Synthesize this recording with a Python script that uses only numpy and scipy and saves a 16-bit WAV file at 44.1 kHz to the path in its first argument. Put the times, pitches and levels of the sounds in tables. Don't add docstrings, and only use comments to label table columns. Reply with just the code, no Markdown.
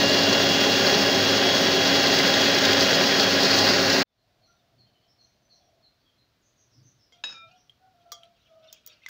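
import sys
import numpy as np
from scipy import signal
from scipy.fft import rfft, irfft
from scipy.io import wavfile

SR = 44100
rng = np.random.default_rng(int(sys.argv[2]) if len(sys.argv) > 2 else 0)


def unload_wav(signal):
    wavfile.write(
        sys.argv[1],
        SR,
        np.round(np.clip(np.atleast_2d(signal).T, -1, 1) * 32767).astype(np.int16),
    )


N = 400869
TIME = np.arange(N) / SR
MIXER_OFF_S, MAINS_HZ = 4.028, 100
KNOCK_S, SLIDE_S = 7.2389, 0.087

# (time [s], fan level [dB], commutator level [dB])
MOTOR_WHINES = [(0, -29.5, -31), (0.6, -33.5, -29.5), (1.05, -34, -33), (1.45, -40.5, -29.5),
                (2.0, -35.5, -31.5), (2.35, -36, -30), (2.7, -41, -31.5), (3.3, -41, -31.5),
                (4.0, -34, -42)]
# (frequency [Hz], level [dB])
SUGAR_SPECTRUM = [(2200, -32.5), (3400, -9.5), (3900, -2), (4500, 0), (5100, -2.5), (5800, -8), (6600, -11),
                  (7300, -20.5), (8300, -31), (11000, -33.5), (13800, -31), (14800, -20.5), (15500, -18.5),
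                  (16500, -32)]
# (time [s], level [dB], fade time [s], treble tilt [dB per octave], level of the ringing loops [dB])
WIRE_HITS = [(7.123, -60, 0.038, -9, -61), (7.2384, -37, 0.082, -14, -62), (8.119, -32.5, .048, 3, -50),
             (8.7273, -35.5, 0.028, 7.5, -61), (8.863, -25, 0.0091, 16, -71), (8.874, -30.5, .012, 12, -58),
             (9.0627, -35.5, 0.0094, -3, -71), (9.0865, -40, .02, 8, -66)]


def motor(jitter=.0011, flutter_db=1.5, hum_db=-43, hum_flutter_db=3, commutator_bars=12, fan_blades=10):
    # (time [s], speed [turns per s])
    speed = [(0, 280.8), (0.6, 278.4), (1.0, 276.9), (1.6, 276.6), (1.9, 277.3), (2.3, 277.0), (2.7, 276.2),
             (4.0, 274.8)]
    # (multiple of the speed [times], level [dB])
    shaft_tones = [(1, -31.5), (2, -34), (3, -51.5), (5, -42.5), (6, -42), (7, -44), (13, -49), (16, -45.5),
                   (20, -41.5), (24, -47.5), (30, -67.5), (36, -66), (38, -66.5), (40, -69.5), (43, -64)]
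    shaft = turning(in_time(speed)[0] * (1 + jitter * drift(16)))
    fan_db, commutator_db = in_time(MOTOR_WHINES)
    tones = 0
    for multiple, db in shaft_tones + [(commutator_bars, commutator_db), (fan_blades, fan_db)]:
        gain = from_db(db + flutter_db * drift(15))
        tones += gain * np.sin(multiple * shaft + rng.uniform(0, 2 * np.pi))
    hum_gain = from_db(hum_db + hum_flutter_db * drift(4.7))
    hum = hum_gain * np.sin(turning(MAINS_HZ * (1 + .012 * drift(6))))
    return np.sqrt(2) * (tones + hum), shaft


def brushes(band_hz=(2650, 3550), relative_db=-1, follow=1.2):
    band = signal.butter(2, band_hz, "band", fs=SR, output="sos")
    whine_db = in_time(MOTOR_WHINES)[1]
    mean_db = whine_db[TIME < MIXER_OFF_S].mean()
    gain = from_db(mean_db + relative_db + follow * (whine_db - mean_db))
    return gain * unit_level(signal.sosfilt(band, rng.standard_normal(N)))


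def gears_and_sugar(shaft, turn_depth=.18, mains_depth=.11, load_wander_db=.31):
    # (frequency [Hz], level [dB])
    gear_spectrum = [(20, -35.5), (45, -25), (85, -14), (108, -6.5), (135, -8.5), (175, -1.5), (290, -4.5),
                     (380, 1.5), (560, -1), (780, -3), (900, -6), (1150, -9), (1500, -26), (2500, -60)]
    # (frequency [Hz], level [dB])
    casing_spectrum = [(600, -41), (1100, -10), (1400, -0.5), (1750, 3), (2150, -2), (2500, -3), (2800, -2),
                       (3300, -5.5), (3700, -10), (4400, -18), (7000, -54)]
    load_db = load_wander_db * drift(2.7)
    push = 1 + turn_depth * np.cos(shaft) + mains_depth * np.cos(2 * np.pi * MAINS_HZ * TIME)
    gears = from_db(-24.5 - .3 * TIME + load_db) * colour(grains(2500, 2.0), gear_spectrum)
    casing_db = -28 + .68 * TIME + load_db + .7 * drift(25)
    casing = from_db(casing_db) * colour(unit_level(push * grains(5000, 2.7)), casing_spectrum)
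    sugar_db = -25.6 + .24 * TIME + load_db + .91 * drift(25)
    sugar = from_db(sugar_db) * colour(unit_level(push * grains(12000, 1.8)), SUGAR_SPECTRUM)
    return gears + casing + sugar


def beater_rasps(hz=4520):
    # (time [s], length [s], level [dB])
    rasps = [(0.05, 0.23, -33), (3.41, 0.3, -25.5), (3.8, .2, -31)]
    band = signal.butter(2, [hz / 1.12, hz * 1.12], "band", fs=SR, output="sos")
    grit = unit_level(signal.sosfilt(band, grains(1500, 3)))
    return swells(rasps, attack_s=.15, release_s=.4) * grit


def housing_drone():
    # (pitch [Hz], width [Hz], level [dB])
    drones = [(169.6, 11, -44), (191.8, 5.6, -40.5), (378, 16, -36), (472.6, 12, -41.5), (582, 20, -40),
              (792, 22, -40), (1885, 30, -43.5)]
    return sum(from_db(db) * resonance(hz, width_hz) for hz, width_hz, db in drones)


def beater_ticks(ring_db=7, snap_db=-11, crumb_db=-18, crumb_hz=4560, pitch_spread=.27, crumb_count=9):
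    # (time [s], level [dB], pitch [Hz])
    lumps = [(0.0952, -14.5, 4300), (0.3286, -11, 4590), (0.9475, -14, 4590), (2.0696, -11.5, 4196),
             (2.187, -8, 3740), (2.3393, -10, 3980), (2.585, -7, 1850), (2.6518, -6, 3676),
             (2.7303, -8, 3840), (2.807, -10, 4450), (3.197, -10.5, 4446), (3.433, -12, 4690),
             (3.588, -9.5, 4380), (3.9, -11, 4550)]
    crumbs = [(when * MIXER_OFF_S, crumb_db, crumb_hz * (1 + pitch_spread * (high - .5)))
              for when, high in rng.random((crumb_count, 2))]
    out, fade = np.zeros(N), dying(.035)
    for s, db, hz in lumps + crumbs:
        crunch = fade * rng.standard_normal(len(fade))
        broad_ring = signal.lfilter(*signal.iirpeak(hz, Q=2, fs=SR), crunch)
        ring = signal.lfilter(*signal.iirpeak(hz, Q=8.2, fs=SR), broad_ring)
        snap = colour(crunch, SUGAR_SPECTRUM, tilt_db=1)
        add(out, s, from_db(db) * (from_db(ring_db) * ring + from_db(snap_db) * snap))
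    return out


def glass_bowl(knock_db=-29.5, rub_db=-75, squeal_s=7.355, squeal_db=-51, cushion_hz=6500):
    # (pitch [Hz], level [dB], fade time [s], drop at full wash [Hz], squeal [0-1])
    glass_tones = [(524, -25, 0.38, 7, 0), (1195, -12, 0.049, -3, 0), (1385, -27, .3, 55, 1),
                   (1730, -4, 0.055, 87, 0), (1776, -13, 0.07, 90, 0), (2534, -13, .28, 154.5, .9),
                   (2636, 2.5, 0.04, 144, 0), (2980, -8, 0.046, 2, 0), (3690, -17, .22, 10, .6),
                   (3810, 2.5, 0.17, 58, 0), (5200, -8, .24, 60, 0), (6550, -12, .08, 0, 0),
                   (6770, -9, 0.08, 8, 0), (8560, -24, 0.15, -4, 0), (9475, -26, .12, 3, 0)]
    # (time [s], wash [0-1])
    egg_wash = [(7.29, 0), (7.36, 0.9)]
    force = from_db(rub_db) * swell(KNOCK_S, SLIDE_S, attack_s=.005, release_s=.2) * grains(4000, 1.3)
    add(force, KNOCK_S, from_db([knock_db]))
    force = signal.lfilter(*signal.butter(3, cushion_hz, fs=SR), force)
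    squeal = from_db(squeal_db + 1.2 * drift(20)) * swell(squeal_s, .088, attack_s=.14, release_s=.15)
    start = int((KNOCK_S - .01) * SR)
    wash, out = in_time(egg_wash)[0][start:], np.zeros(N)
    for hz, db, fade_s, drop_hz, squeal_share in glass_tones:
        spin = np.exp(1j * turning(hz - drop_hz * wash))
        decay = np.exp(-np.log(1000) / (fade_s * SR))
        ring = signal.lfilter([1], [1, -decay], force[start:] / spin)
        strength = from_db(db) * ring + squeal_share * squeal[start:]
        out[start:] += rng.choice([-1, 1]) * np.imag(strength * spin)
    return out


def wire_clicks():
    # (frequency [Hz], level [dB])
    click_spectrum = [(200, -22), (1000, -6.5), (1900, -9), (2800, -18), (3400, 2), (3900, -2), (5500, 3),
                      (7000, -5.5), (8200, -19), (12500, -28), (14000, -17), (15200, -5), (16500, -16)]
    out = np.zeros(N)
    for s, db, fade_s, tilt_db, _ in WIRE_HITS:
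        fade = dying(fade_s)
        burst = fade * rng.standard_normal(len(fade))
        add(out, s, from_db(db) * colour(burst, click_spectrum, tilt_db))
    return out


def wire_loops(chatter=.6, spread_db=3):
    # (pitch [Hz], level [dB], fade time [s])
    loop_tones = [(480, -8.5, 0.16), (2120, -7, 0.14), (3230, 0, 0.25), (3370, -2, 0.24), (4570, -8, 0.2),
                  (5030, -6, .12), (5800, 0, 0.1), (5800, -7, 0.25), (6580, -8, .12), (7050, -12, 0.16),
                  (7820, -24, .2), (9440, -16, 0.15), (11950, -24, .1)]
    out, touching = np.zeros(N), drift(70)
    for s, *_, hit_db in WIRE_HITS:
        for hz, db, fade_s in loop_tones:
            fade = dying(fade_s)
            at = rng.integers(N - len(fade))
            fade *= 1 + chatter * touching[at:at + len(fade)]
            gain = from_db(hit_db + db + spread_db * rng.standard_normal())
            tone = np.sin(2 * np.pi * hz * TIME[:len(fade)] + rng.uniform(0, 2 * np.pi))
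            add(out, s, gain * fade * tone)
    return out


def bubble_pops(attack_s=.00037, spatter_db=-9, spatter_s=.06):
    # (time [s], pitch [Hz], level [dB], fade time [s])
    bubbles = [(7.6957, 3220, -43, .025), (8.12, 1190, -41.5, 0.093), (8.2337, 3180, -37, 0.011),
               (8.7005, 3100, -49, 0.016), (9.019, 2100, -61, .16), (9.036, 2600, -48, .03),
               (9.062, 2060, -29.5, 0.029), (9.084, 1620, -43, 0.044)]
    out, t = np.zeros(N), TIME[:len(dying(1))]
    for s, hz, db, fade_s in bubbles:
        ring = dying(fade_s) * (1 - np.exp(-t / attack_s)) * np.sin(2 * np.pi * hz * t)
        burst = dying(spatter_s) * rng.standard_normal(len(t))
        spatter = signal.lfilter(*signal.iirpeak(hz, Q=3, fs=SR), burst)
        add(out, s, from_db(db) * (np.sqrt(2) * ring + from_db(spatter_db) * spatter))
    return out


def wire_scrape(db=-48):
    # (frequency [Hz], level [dB])
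    scrape_spectrum = [(70, -22), (180, -2), (800, -3), (1600, 3), (2100, -7), (2600, -3), (4400, -7),
                       (5200, 8), (6000, -9), (6800, -4), (7400, -28.5), (12000, -46.5), (15000, -34),
                       (16500, -49.5)]
    slide = swell(KNOCK_S, SLIDE_S, attack_s=.0056, release_s=.24)
    return from_db(db) * slide * colour(grains(3000, 4.3), scrape_spectrum)


def egg_swishes(hiss_db=-10):
    # (time [s], length [s], level [dB])
    strokes = [(7.15, .02, -68), (7.49, 0.045, -65), (8.02, .07, -73), (8.23, .02, -68), (8.37, .14, -70),
               (8.645, .09, -60.5), (8.885, .04, -58), (9.04, 0.057, -62)]
    # (frequency [Hz], level [dB])
    swish_spectrum = [(400, -18), (1300, -3), (1900, -16), (2500, 2.5), (3500, 3.5), (4400, -4), (6000, -5),
                      (7500, -21), (9000, -34), (16000, -34)]
    bubbling = unit_level(colour(froth(), swish_spectrum))
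    hiss = from_db(hiss_db) * colour(grains(3000, 3.5), swish_spectrum)
    return swells(strokes, attack_s=.15, release_s=.42) * (bubbling + hiss)


def froth(low_hz=1300, high_hz=6500, per_s=35, ring_cycles=300, count=28):
    out = np.zeros(N)
    for hz in np.geomspace(low_hz, high_hz, count) * rng.uniform(.98, 1.02, count):
        decay = np.exp(-np.log(1000) * hz / (ring_cycles * SR))
        feedback = [1, -2 * decay * np.cos(2 * np.pi * hz / SR), decay * decay]
        out += unit_level(signal.lfilter([1, 0, -1], feedback, grains(per_s, 2.8) + 1e-12))
    return unit_level(out)


def singing_glass(gain_db=-1, rough_db=-7, overtone_db=-13, waver=.0092, sag_hz_per_s=74):
    # (time [s], length [s], starting pitch [Hz], level [dB])
    rubs = [(7.16, 0.027, 700, -65.5), (7.445, .02, 656, -59.5), (7.497, 0.05, 732, -61.5),
            (7.84, .025, 754, -60.5), (7.95, .06, 702, -65), (8.063, .2, 696, -58),
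            (8.52, 0.15, 650, -57.5), (8.883, 0.044, 617, -70.5)]
    strengths = np.array([from_db(db + gain_db) * swell(s, length_s, attack_s=.14, release_s=.406)
                          for s, length_s, _, db in rubs])
    start_s, _, start_hz, _ = np.array(rubs)[strengths.argmax(axis=0)].T
    hz = start_hz - sag_hz_per_s * (TIME - start_s)
    tone = np.sqrt(2) * np.sin(turning(hz * (1 + waver * drift(21))))
    roughness = from_db(rough_db) * resonance(hz, 63)
    overtone = from_db(overtone_db) * resonance(1.95 * hz, 47)
    return strengths.max(axis=0) * (tone + roughness + overtone)


def far_birds(direct_db=-3.5, echo_db=-1.5, flock_db=-74, low_hz=3000, high_hz=6200, count=14, fall=.06):
    # (time [s], pitch [Hz], level [dB], warble [share of the pitch])
    chirps = [(4.41, 4260, -65, .025), (4.45, 5900, -69, .03), (4.47, 1380, -67, .02),
              (4.777, 4290, -60.5, .025), (4.93, 3030, -69, .01), (5.068, 5400, -67, .03),
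              (5.18, 4250, -59, .025), (5.19, 5900, -70, .055), (5.49, 4250, -58, .025),
              (5.5, 5700, -68, .055), (5.82, 4190, -60, .025), (6.04, 3300, -70, .025),
              (6.17, 4190, -66, .025), (6.41, 6400, -71, .055), (6.56, 6100, -66, .055),
              (6.7, 5200, -66, .055), (6.82, 5950, -63, .055), (6.98, 5200, -66, .05),
              (7.55, 5750, -69, .045)]
    flock = [(MIXER_OFF_S + when * (KNOCK_S - MIXER_OFF_S), low_hz + high * (high_hz - low_hz),
              flock_db, .02) for when, high in rng.random((count, 2))]
    out, waver = np.zeros(N), drift(109)
    for s, hz, db, warble in chirps + flock:
        at, size = int(s * SR), int((.03 + 1.25 * warble) * SR)
        pitch = hz * (1 + fall * np.linspace(.5, -.5, size) + warble * waver[at:at + size])
        add(out, s, from_db(db) * np.sqrt(2 * np.hanning(size)) * np.sin(turning(pitch)))
    return from_db(direct_db) * out + from_db(echo_db) * kitchen_echo(out, fade_s=.4)


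def room_tone(tone_db=-70.3, rumble_db=-78.5):
    # (frequency [Hz], level [dB])
    room_spectrum = [(15, -40), (25, -15.5), (39, -3), (102, -0.5), (427, -8.5), (607, -8.5), (695, -15),
                     (1160, -13), (2610, -16), (4140, -14), (5570, -18.5), (8360, -32.5), (13200, -32),
                     (14800, -25), (16000, -32)]
    # (frequency [Hz], level [dB])
    rumble_spectrum = [(30, -40), (70, -15), (120, 7), (170, -8.5), (300, -9), (500, -30), (1500, -53)]
    # (time [s], length [s], level [dB])
    thuds = [(4.76, .05, -67), (6.79, 0.086, -61), (7.44, 0.036, -69)]
    # (time [s], level [dB])
    hiss_levels = [(4.1, -81), (4.4, -72.5), (5.0, -75.5), (5.3, -78), (5.7, -69.5), (5.85, -73),
                   (6.0, -83)]
    tone = from_db(tone_db) * colour(rng.standard_normal(N), room_spectrum)
    rumble_gain = from_db(rumble_db) + swells(thuds, attack_s=.25, release_s=.41)
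    rumble = rumble_gain * colour(rng.standard_normal(N), rumble_spectrum)
    hiss = from_db(in_time(hiss_levels)[0]) * resonance(680, 100)
    return tone + rumble + hiss


def near_echoes(x, echo_db=-12, count=6):
    out = x.copy()
    for lag in (rng.uniform(.002, .022, count) * SR).astype(int):
        out[lag:] += from_db(echo_db) * rng.uniform(-1.1, 1) * x[:-lag]
    return out * x.std() / out.std()


def kitchen_echo(x, fade_s=.21, first_echo_s=.0072, top_hz=9000):
    fade = dying(fade_s)
    tail = fade * rng.standard_normal(len(fade)) * (TIME[:len(fade)] > first_echo_s)
    tail = signal.lfilter(*signal.butter(2, top_hz, fs=SR), tail / np.linalg.norm(tail))
    return signal.oaconvolve(x, tail)[:N]


def from_db(db):
    return 10 ** (np.asarray(db) / 20)


def unit_level(x):
    return x / np.sqrt(np.mean(x ** 2) + 1e-20)


def in_time(rows):
    s, *columns = np.transpose(rows)
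    return [np.interp(TIME, s, column) for column in columns]


def drift(rate_hz, step=40):
    decay = np.exp(-2 * np.pi * rate_hz * step / SR)
    noise = rng.standard_normal(N // step + 2002)
    slow = signal.lfilter([1], [1, -2 * decay, decay * decay], noise)[2000:]
    return np.interp(np.arange(N) / step, np.arange(len(slow)), unit_level(slow))


def colour(x, spectrum, tilt_db=0, size=8192):
    octave = np.log2(np.maximum(np.arange(size // 2 + 1), 1) * SR / size)
    hz, db = np.transpose(spectrum)
    curve_db = np.interp(octave, np.log2(hz), db) + tilt_db * np.maximum(octave - np.log2(3000), 0)
    folded = irfft(np.log(from_db(curve_db)))
    folded[1:size // 2] *= 2
    folded[size // 2 + 1:] = 0
    response = irfft(np.exp(rfft(folded)))
    return signal.oaconvolve(x, response / np.linalg.norm(response))[:len(x)]


def turning(hz):
    return 2 * np.pi * np.cumsum(hz) / SR


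def resonance(hz, width_hz):
    phase = turning(hz * np.ones(N))
    return drift(width_hz * .75) * np.cos(phase) + drift(width_hz * .75) * np.sin(phase)


def grains(per_s, spread_db):
    at = np.flatnonzero(rng.random(N) < per_s / SR)
    out = np.zeros(N)
    signs = rng.choice([-1, 1], len(at))
    out[at] = signs * from_db(spread_db * np.minimum(rng.exponential(1, len(at)), 5))
    return unit_level(out)


def dying(fade_s, length_s=.4):
    return np.exp(-np.log(1000) * TIME[:int(length_s * SR)] / fade_s)


def swell(s, length_s, attack_s, release_s):
    outside = np.maximum((s - TIME) / attack_s, (TIME - s - length_s) / release_s)
    return np.exp(-np.log(1000) * np.clip(outside, 0, 10))


def swells(rows, attack_s, release_s):
    curves = [from_db(db) * swell(s, length_s, attack_s, release_s) for s, length_s, db in rows]
    return np.max(curves, axis=0)


def add(out, s, sound):
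    at = min(round(s * SR), N)
    out[at:at + len(sound)] += sound[:N - at]


def scene(echo_db=-12, cut_s=.0077, fade_in_s=.27):
    whine, shaft = motor()
    mixer = whine + brushes()
    mixer += near_echoes(gears_and_sugar(shaft) + beater_rasps())
    mixer += housing_drone() + beater_ticks()
    running = np.clip((MIXER_OFF_S - TIME) / cut_s + .5, 0, 1)
    hits = glass_bowl() + wire_clicks() + wire_loops() + bubble_pops()
    fade_in = np.clip((TIME - MIXER_OFF_S) / fade_in_s, 0, 1)
    background = fade_in * (room_tone() + far_birds())
    echo = from_db(echo_db) * kitchen_echo(hits)
    stirring = wire_scrape() + egg_swishes() + singing_glass()
    mono = running * mixer + hits + echo + stirring + background
    return np.array([mono, mono])


def record(dry, cutoff_hz=15700):
    return signal.sosfilt(signal.ellip(12, .2, 80, cutoff_hz, fs=SR, output="sos"), dry)


dry = scene()
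out = record(dry)
unload_wav(out)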